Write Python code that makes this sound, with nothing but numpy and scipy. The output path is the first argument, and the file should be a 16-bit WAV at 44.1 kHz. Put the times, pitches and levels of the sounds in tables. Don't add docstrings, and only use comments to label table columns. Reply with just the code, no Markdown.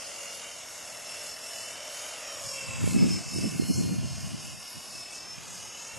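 import sys
import numpy as np
from scipy import signal
from scipy.fft import rfft, irfft, next_fast_len
from scipy.io import wavfile
from scipy.ndimage import uniform_filter1d, map_coordinates

SR = 44100
rng = np.random.default_rng(int(sys.argv[2]) if len(sys.argv) > 2 else 0)


def wav_record(signal):
    frames = np.transpose(np.atleast_2d(signal))
    bounded = np.clip(frames, -1, 1)
    quanta = np.round(bounded * 32767).astype(np.int16)
    wavfile.write(sys.argv[1], SR, quanta)


def attenuation_scalar(level_db):
    decades = np.asarray(level_db, float) / 20
    return 10 ** decades


N = 263718
MOTOR_TURNS_PER_ROTOR_TURN = 13.2

# time_s, speed_turns_per_s
SHAFT_SPEED = [(0, 560.4), (.36, 563.8), (.85, 541.8), (1, 540.2), (1.13, 541.6), (1.4, 538), (1.6, 538.4),
               (1.94, 558.6), (2.4, 558.8), (2.68, 534.5), (2.93, 522), (3.25, 525.9), (3.6, 531.8),
               (4.03, 536.9), (4.3, 532.6), (4.5, 525.2), (5.15, 525.4), (5.98, 548)]
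# peak_s, level_db, lasts_s
MESH_LOBES = [(0, -53, .07), (.72, -54.5, 0.26), (1.1, -46.5, 0.17), (1.4, -46.5, 0.21),
              (1.64, -51.5, 0.11), (1.87, -49, 0.058), (2.33, -44.5, 0.068), (2.55, -44, 0.092),
              (3, -39.5, 0.048), (3.12, -36, 0.087), (3.38, -38.5, 0.1), (3.72, -45, 0.11),
              (4.15, -52, 0.22), (4.72, -51, 0.33), (5.02, -45, 0.081), (5.22, -48, 0.07),
              (5.31, -45, 0.048), (5.67, -53.5, .08), (5.9, -58, 0.13)]
FIFTH_LOBES = [(0, -56, 0.085), (.29, -48, 0.18), (.85, -61, 0.18), (1.15, -50.5, 0.17),
               (1.44, -51.5, 0.049), (1.66, -51, 0.1), (2.12, -56, 0.16), (2.33, -55, 0.059),
               (2.57, -55, .05), (2.69, -41.5, .1), (3, -45, 0.063), (3.2, -54, 0.21), (3.44, -46.5, 0.12),
               (3.95, -59, 0.13), (4.2, -60, 0.13), (4.5, -56, 0.12), (4.98, -53, 0.06),
               (5.14, -51.5, 0.078), (5.78, -54.5, 0.091), (5.98, -48.5, 0.083)]
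HALF_LOBES = [(.05, -55, 0.14), (.52, -54, 0.11), (1, -60, .1), (1.33, -56, 0.15), (1.56, -48, 0.048),
              (1.78, -49.5, 0.16), (2.04, -48.5, 0.084), (2.33, -52, 0.049), (2.87, -60, .12),
              (3.15, -60, 0.13), (3.46, -56, .1), (3.67, -54, 0.061), (4.44, -55.5, 0.23), (4.8, -59, 0.22),
              (5.73, -56, 0.14)]
# peak_s, level_db, lasts_s
SHELL_8_LOBES = [
    (.2, -59, .33),
    (1.05, -64, 0.33),
    (2.06, -61.5, 0.23),
    (2.915, -53, 0.028),
    (3.65, -52, 0.054),
    (3.72, -50.5, .05),
    (3.82, -50, 0.14),
    (4.1, -58, 0.12),
    (5, -65, 0.19),
]
SHELL_9_LOBES = [
    (0, -51, 0.17),
    (1.8, -65, .14),
    (2.2, -62, .17),
    (2.62, -52.5, 0.12),
    (2.95, -57, .25),
    (3.37, -53, .13),
    (4.12, -54.5, .27),
    (4.65, -56, 0.31),
    (5.2, -57, .14),
    (5.62, -58, 0.14),
]
SHELL_12_LOBES = [
    (.22, -54, .17),
    (.66, -56, 0.36),
    (2.03, -49.5, 0.083),
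    (2.28, -53.5, 0.17),
    (3, -64, .15),
    (3.42, -68, .2),
    (3.83, -52, 0.19),
    (4.16, -53, 0.21),
    (5.3, -54, .14),
    (5.72, -50, 0.22),
]
# shaft_order, level_db, peak_s, lasts_s
FAINT_TONES = [(1, -51, 2.5, .25), (1, -56, 1.95, .25), (1, -56, .15, .28), (1, -64, 1.2, .25),
               (1.102, -56, 2.05, .3), (1.102, -58, 1.2, .3), (.828, -62, .3, .35), (.828, -64, 1.25, .2),
               (.828, -63, 2.05, .3), (1.21, -62, 1.8, 1.5), (2.2, -62, 2.1, .35), (2, -59, 2.75, .3),
               (4, -61, 3.2, .8), (4, -63, .3, .5), (6, -64, 4.2, .4), (10.3, -56, 4.65, .18),
               (9.39, -57, 3.5, .4), (10.39, -59, 3.2, .6), (10.61, -60, 4.2, .8), (10.61, -61, .3, .4),
               (11, -60, 1.9, .6), (11, -62, .3, .4), (11, -63, 5.3, .7), (11.61, -63, 3.2, .4),
               (12.61, -63, 3, 1), (12.61, -61, 5.8, .4), (13, -57, 2.9, .4), (13, -59, 1.6, .5),
               (13, -59, 5.8, .4), (14, -62, 2.8, .4), (18, -66, 2.3, .3), (18, -66, 3.5, .3),
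               (20, -60, 3.7, .35), (21, -64, 3.6, .25), (6, -59, 2.55, .15), (7, -63, 4.9, .4),
               (7, -66, .75, .2), (4.5, -62, 3.9, .3), (5.21, -60, 4.05, .15), (9.5, -58, 2.25, .15),
               (9.5, -58, 5.85, .15), (9.71, -60, 4.65, .15), (11.58, -60, .75, .2), (14, -60, 1.05, .15),
               (17.4, -64, 2.1, .3), (17.4, -63, 3.45, .15), (18, -65, .4, .4), (18, -64, 4.4, .25),
               (19, -61, 3.45, .15), (22, -61, 3.7, .25)]
# shaft_order, width_hz, level_db, peak_s, lasts_s
PANEL_HISS = [
    (14.6, 1100, -47, 2.8, 0.34),
    (4.25, 130, -52.5, 2.94, 0.39),
    (5.4, 99, -56, 3.9, 0.48),
    (12.4, 400, -48, 2.44, 0.15),
    (3.3, 390, -58, 1.62, 1),
]
MESH_DROPOUTS = [1.04, 1.25, 1.4, 2.44, 2.96, 3.085, 3.22, 3.26, 3.41, 3.54, 3.58, 5.125]
# freq_hz, density_db
HUM_SPECTRUM = [(300, -30), (480, -3), (600, 5), (720, -0.5), (900, -57)]
BLADE_SPECTRUM = [(250, -6), (500, -13.5), (1000, -2), (1700, -6), (2300, -2.5), (2750, -2), (3300, -5),
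                  (4000, -7), (5000, -32.5)]
GEAR_HISS_SPECTRUM = [(3600, -18.5), (4400, -6.5), (5300, 0.5), (6000, -2.5), (6800, 0.5), (7800, -4),
                      (8800, -5), (9800, -10.5)]
TIP_SPECTRUM = [(7500, -1), (9000, -6), (10000, 2), (11000, 3.5), (12500, -5)]
# time_s, nearness_db
FLIGHT_PATH = [(0, -0.5), (.45, .5), (.6, -1.5), (1.05, 0), (1.2, 1), (1.4, -1.5), (1.95, 2), (3.1, 2),
               (3.3, -1.5), (3.45, 0), (3.6, -3.5), (4.7, -5.5), (5.4, -3), (5.98, -2)]
# peak_s, gear_hiss_db, tip_hiss_db, lasts_s
DISC_TILTS = [(0, -48, -57, 0.2), (0.305, -46, -54.5, 0.21), (0.79, -51, -54.5, 0.23),
              (1.17, -45, -51.5, 0.22), (1.498, -56, -54, 0.15), (1.623, -43.5, -52.5, 0.12),
              (1.97, -46.5, -52.5, 0.17), (2.51, -41.5, -49.5, 0.21), (2.9, -46.5, -49, 0.087),
              (3.108, -40.5, -52, 0.2), (3.425, -41, -50.5, 0.11), (3.73, -45, -48.5, 0.16),
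              (4.047, -49.5, -66, 0.14), (4.35, -50.5, -57.5, 0.32), (4.71, -54, -52.5, 0.16),
              (5, -48, -56, 0.069), (5.16, -44, -58, 0.045), (5.545, -50, -56, 0.073),
              (5.838, -51.5, -76, .08)]
# freq_hz, level_re_shared_db
SCATTER_SPECTRUM = [(60, -7), (340, -22), (620, -44), (1100, -13), (1980, -34), (3540, -32), (5200, -17),
                    (7500, -13.5), (9300, -4), (10500, -2.5), (11300, -4), (12200, -8)]
# time_s, extra_delay_ms, strength_db
GRASS_PATH = [(0, 1.47, -1), (.5, 1.36, -2), (1.3, 1.45, -1), (2.1, 1.36, -2), (2.6, 1.9, -3),
              (3.2, 2.58, 0), (3.6, 2.78, 2), (4, 2.85, 2.5), (4.6, 2.8, 3), (5, 2.7, 4), (5.4, 2.45, 3),
              (5.98, 2.2, 4)]
# freq_hz, gain_db
GRASS_RESPONSE = [(20, -11), (1500, -8), (2600, -7), (3600, -9.5), (6000, -14), (13000, -20)]
# freq_hz, density_db
FIELD_SPECTRUM = [(15, -51), (28, -24), (60, -6), (181, -4), (384, -6.5), (642, -2.5), (830, -3),
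                  (1730, -9), (2000, -9.5), (2600, -42), (4400, -120)]
# peak_s, thud_db, flutter_db, lasts_s
GUST_SWELLS = [(1.444, -66, -83, 0.53), (2.493, -48, -60, 0.091), (2.69, -41, -43, 0.048),
               (2.85, -26.5, -34.5, 0.056), (3.009, -30.5, -21.5, 0.066), (3.132, -31, -31, 0.057),
               (3.275, -37, -39.5, 0.013), (3.381, -28.5, -26, 0.036), (3.447, -34, -25.5, 0.025),
               (3.54, -34, -35, .04), (3.621, -30, -28.5, 0.024), (3.705, -31, -26.5, 0.016),
               (3.826, -28.5, -27, 0.09), (4.006, -31.5, -39, 0.067), (4.185, -34, -50, 0.11),
               (4.344, -36.5, -40, 0.068), (4.486, -43, -50, 0.079), (4.772, -44, -49, 0.022),
               (4.927, -54.5, -58, .07), (5.27, -59, -58, 0.056), (5.536, -50.5, -54.5, 0.17),
               (5.98, -43, -48, 0.033)]
# freq_hz, density_db
THUD_SPECTRUM = [(20, -40), (50, -20), (90, -3.5), (130, 0.5), (180, -7), (260, -13.5)]
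FLUTTER_SPECTRUM = [(110, -26), (170, 4), (230, 0), (340, -7.5), (450, -17.5), (650, -23), (1000, -42),
                    (1500, -46)]
# time_s, peak_db, pitch_hz, port_sign (+1 left, -1 right)
EDDY_POPS = [(2.8415, -16.5, 298, 1), (2.8766, -15, 450, -1), (2.965, -12, 252, -1), (2.98, -16, 282, 1),
             (3.0329, -11, 326, 1), (3.3627, -19, 280, -1), (3.3873, -16, 292, -1), (3.414, -31, 300, 1),
             (3.5989, -8, 232, -1), (3.623, -17, 330, -1), (3.7041, -16, 248, -1), (3.709, -16, 248, 1),
             (3.841, -19, 200, -1), (3.046, -10.5, 250, 1), (3.108, -18, 220, -1), (3.444, -18, 219, -1),
             (3.968, -28, 150, 1), (4.017, -28, 160, -1), (4.248, -26, 140, 1), (4.349, -24, 215, -1),
             (2.993, -17, 230, 1), (3.02, -18, 260, -1), (4.954, -38, 310, 1), (5.385, -34, 170, -1),
             (3.788, -21, 231, -1)]
# freq_hz, gain_db
LEFT_CAPSULE = [(5, 0), (7500, .1), (9500, 1.5), (10800, .1), (22000, .1)]
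RIGHT_CAPSULE = [(5, 0), (7500, -.1), (9500, -1.5), (10800, -.1), (22000, -.1)]


def unit(x):
    return x / np.sqrt(np.mean(x ** 2) + 1e-20)


def curves(rows):
    time_s, *columns = np.transpose(rows)
    return [np.interp(np.arange(N) / SR, time_s, column) for column in columns]


def wobble(rate_hz):
    knots = rng.standard_normal(int(N * rate_hz / SR) + 4)
    return map_coordinates(knots, [np.arange(N) * rate_hz / SR])


def fade(peak_s, lasts_s):
    return -np.minimum(6 * ((np.arange(N) / SR - peak_s) / lasts_s) ** 2, 40)


def lobes(rows, floor_db=-84):
    peak_s, level_db, lasts_s = np.transpose(rows)[:, :, None]
    coarse_s = np.arange(0, N, 128) / SR
    swells_db = level_db - 4.47 * ((coarse_s - peak_s) / lasts_s) ** 2
    power = np.sum(attenuation_scalar(swells_db) ** 2, axis=0)
    return 10 * np.log10(np.interp(np.arange(N) / SR, coarse_s, power) + attenuation_scalar(floor_db) ** 2)


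def coloured(x, points):
    size = next_fast_len(N + 8192)
    hz, db = np.transpose(points)
    log_hz = np.log(np.fft.rfftfreq(size, 1 / SR) + 1)
    gain = attenuation_scalar(np.interp(log_hz, np.log(hz + 1), db, -90, -90))
    return irfft(rfft(x, size) * gain, size)[..., :N]


def patchy(patch_db):
    noise = signal.stft(rng.standard_normal((2, N)), nperseg=512)[2]
    patches = uniform_filter1d(rng.standard_normal(noise.shape[1:]), size=16, axis=0)
    patches = uniform_filter1d(patches, size=10, axis=1)
    return signal.istft(noise * attenuation_scalar(patch_db * unit(patches)), nperseg=512)[1][:, :N]


def whine(turns, air_db):
    rotor = 2 * np.pi * turns / MOTOR_TURNS_PER_ROTOR_TURN

    def tone(order, level_db, swell, flutter_db):
        phase = 0.079 * order * wobble(26) + rng.uniform(0, 2 * np.pi)
        turn = rotor + .3 * wobble(16)
        once = (1 + .3 * wobble(9)) * np.cos(turn)
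        twice = .7 * np.cos(2 * turn + 2 * wobble(3))
        beat = 1 + swell * (once + twice)
        phase += .6 * swell * wobble(3) * np.sin(turn)
        gain = np.sqrt(2) * attenuation_scalar(level_db + 0.42 * air_db + flutter_db * wobble(24.85))
        return gain * beat * np.sin(2 * np.pi * order * turns + phase)

    mesh_db = lobes(MESH_LOBES, -68)
    for time_s in MESH_DROPOUTS:
        mesh_db = mesh_db - 12 * attenuation_scalar(fade(time_s, lasts_s=0.016))
    out = tone(5, lobes(FIFTH_LOBES, -63) - 2, swell=.58, flutter_db=1.8)
    out += tone(10, mesh_db, swell=.26, flutter_db=1.5)
    out += tone(5.5, lobes(HALF_LOBES, -78) - 2, swell=.3, flutter_db=2.6)
    for order, rows in ((8, SHELL_8_LOBES), (9, SHELL_9_LOBES), (12, SHELL_12_LOBES)):
        out += tone(order, lobes(rows), swell=.15, flutter_db=.9)
    for order, level_db, peak_s, lasts_s in FAINT_TONES:
        out += tone(order, level_db + fade(peak_s, lasts_s), swell=0.13, flutter_db=1)
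    for order, width_hz, level_db, peak_s, lasts_s in PANEL_HISS:
        gain = np.sqrt(2) * attenuation_scalar(level_db + fade(peak_s, lasts_s))
        out += gain * wobble(width_hz) * np.sin(2 * np.pi * order * turns)
    return out


def rush(turns, air_db):
    rotor = 2 * np.pi * turns / MOTOR_TURNS_PER_ROTOR_TURN
    once, twice = np.cos(rotor), np.cos(2 * rotor + 0.27)
    chop_db = once + 0.6 * twice
    slap_db = .9 * twice + .2 * once
    near_db, = curves(FLIGHT_PATH)
    gear_rows = [(s, db, lasts) for s, db, _, lasts in DISC_TILTS]
    tip_rows = [(s, db, lasts) for s, _, db, lasts in DISC_TILTS]
    gear_db = lobes(gear_rows, -49 + 0.13 * near_db)
    tip_db = lobes(tip_rows, -56.5 + .25 * near_db)
    layers = [  # spectrum, level_db, patch_db
        (HUM_SPECTRUM, -55.5 + near_db + 0.58 * chop_db, 1.2),
        (BLADE_SPECTRUM, -48 + near_db + slap_db + .15 * air_db, 1.1),
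        (GEAR_HISS_SPECTRUM, gear_db + 0.8 * chop_db + air_db, 1.5),
        (TIP_SPECTRUM, tip_db + 0.67 * chop_db + air_db, 1.5)]
    out = np.zeros((2, N))
    for spectrum, level_db, patch_db in layers:
        out += attenuation_scalar(level_db) * unit(coloured(patchy(patch_db), spectrum))
    return out


def grass(x):
    delay_ms, echo_db = curves(GRASS_PATH)
    source_sample = np.arange(N) - (delay_ms + .022 * wobble(8)) * SR / 1000
    echo = np.array([map_coordinates(part, [source_sample], mode="nearest") for part in x])
    return x + attenuation_scalar(echo_db) * coloured(echo, GRASS_RESPONSE)


def field():
    left, right, common = unit(coloured(rng.standard_normal((3, N)), FIELD_SPECTRUM))
    level = attenuation_scalar(-58.5 + 0.2 * wobble(3.5))
    return level * np.array([left + 1.08 * common, right + 1.2 * common])


def wind():
    out = np.zeros((2, N))
    thud_db = lobes([(s, db, lasts) for s, db, _, lasts in GUST_SWELLS], -73)
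    flutter_db = lobes([(s, db, lasts) for s, _, db, lasts in GUST_SWELLS], -93)
    for level_db, spectrum in ((thud_db, THUD_SPECTRUM), (flutter_db, FLUTTER_SPECTRUM)):
        lumps = attenuation_scalar(2.3 * wobble(45) + 2.0 * np.array([wobble(30), wobble(30)]))
        noise = unit(coloured(lumps * rng.standard_normal((2, N)), spectrum))
        mid, side = attenuation_scalar(level_db - 2) * noise
        out += np.array([side + attenuation_scalar(-10.0) * mid, attenuation_scalar(-6.0) * mid - side])
    t = np.arange(-600, 600) / SR
    for time_s, peak_db, pitch_hz, port_sign in EDDY_POPS:
        push = attenuation_scalar(peak_db) * np.cos(2 * np.pi * pitch_hz * t) * np.exp(-(1.85 * pitch_hz * t) ** 2)
        port_gains = [1, -.55] if port_sign > 0 else [-.55, 1]
        start = round(time_s * SR) - 600
        out[:, start:start + len(t)] += np.outer(port_gains, push)
    return out


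def scene():
    turns = np.cumsum(uniform_filter1d(curves(SHAFT_SPEED)[0], size=3000)) / SR
    air_db = 0.4 * wobble(3.58) + 1.12 * wobble(11)
    tones = whine(turns, air_db)
    shared, scattered = grass(rush(turns, air_db)) * attenuation_scalar(-0.5)
    side = coloured(scattered, SCATTER_SPECTRUM) + 0.097 * np.gradient(tones)
    aside_db, front_db, swing_s = 14, -3.5, 0.8
    treble = coloured(side, [(2500, -42), (4500, 0), (8500, 6.5), (10500, -20)])
    treble_db = front_db + aside_db * np.exp(-np.arange(N) / SR / swing_s)
    side = side + (attenuation_scalar(treble_db) - 1) * treble
    return np.array([shared + tones + side, shared + tones - side]) + field() + wind()


def band_gate(left, right, hole_db, narrow_db):
    hz, _, (mid, side) = signal.stft(np.array([left + right, left - right]) / 2, SR, nperseg=2048)

    def level_db(z, bins):
        power = uniform_filter1d(uniform_filter1d(abs(z) ** 2, bins, 0), size=2, axis=1)
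        return 10 * np.log10(abs(power) + 1e-20)

    def gate(margin_db):
        return 1 / (1 + np.exp(-np.clip(4 * margin_db, -30, 30)))

    typical_db = np.median(level_db(mid, 3)[(hz > 1500) & (hz < 11000)], axis=0)
    whim_db = uniform_filter1d(rng.standard_normal((2,) + mid.shape), size=2, axis=2)
    bins = np.arange(len(hz))
    narrow = bins // 4 * 4
    wide = np.minimum(bins // 14 * 14 + 7, len(hz) - 1)
    mid_margin_db = level_db(mid, 4) - typical_db - hole_db + 1.5 * whim_db[0, narrow]
    side_margin_db = (level_db(side, 14) - typical_db - narrow_db - 3.5 + 4.5 * whim_db[1])[wide]
    side_margin_db = np.minimum(side_margin_db, level_db(side, 4) - typical_db - narrow_db + 3)
    mid = mid * np.where(abs(hz[:, None] - 6500) < 4700, gate(mid_margin_db), 1)
    side = side * np.where(hz[:, None] > 800, gate(side_margin_db), 1)
    mid, side = signal.istft(np.array([mid, side]), SR, nperseg=2048)[1][:, :N]
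    return np.array([mid + side, mid - side])


def top_cut(x):
    return signal.sosfilt(signal.butter(12, 12010, fs=SR, output="sos"), x)


def record(dry):
    left = coloured(dry[0], LEFT_CAPSULE)
    right = coloured(dry[1], RIGHT_CAPSULE)
    mix = band_gate(left, right, hole_db=-4.5, narrow_db=-13)
    return top_cut(mix)


dry = scene()
out = record(dry)
wav_record(out)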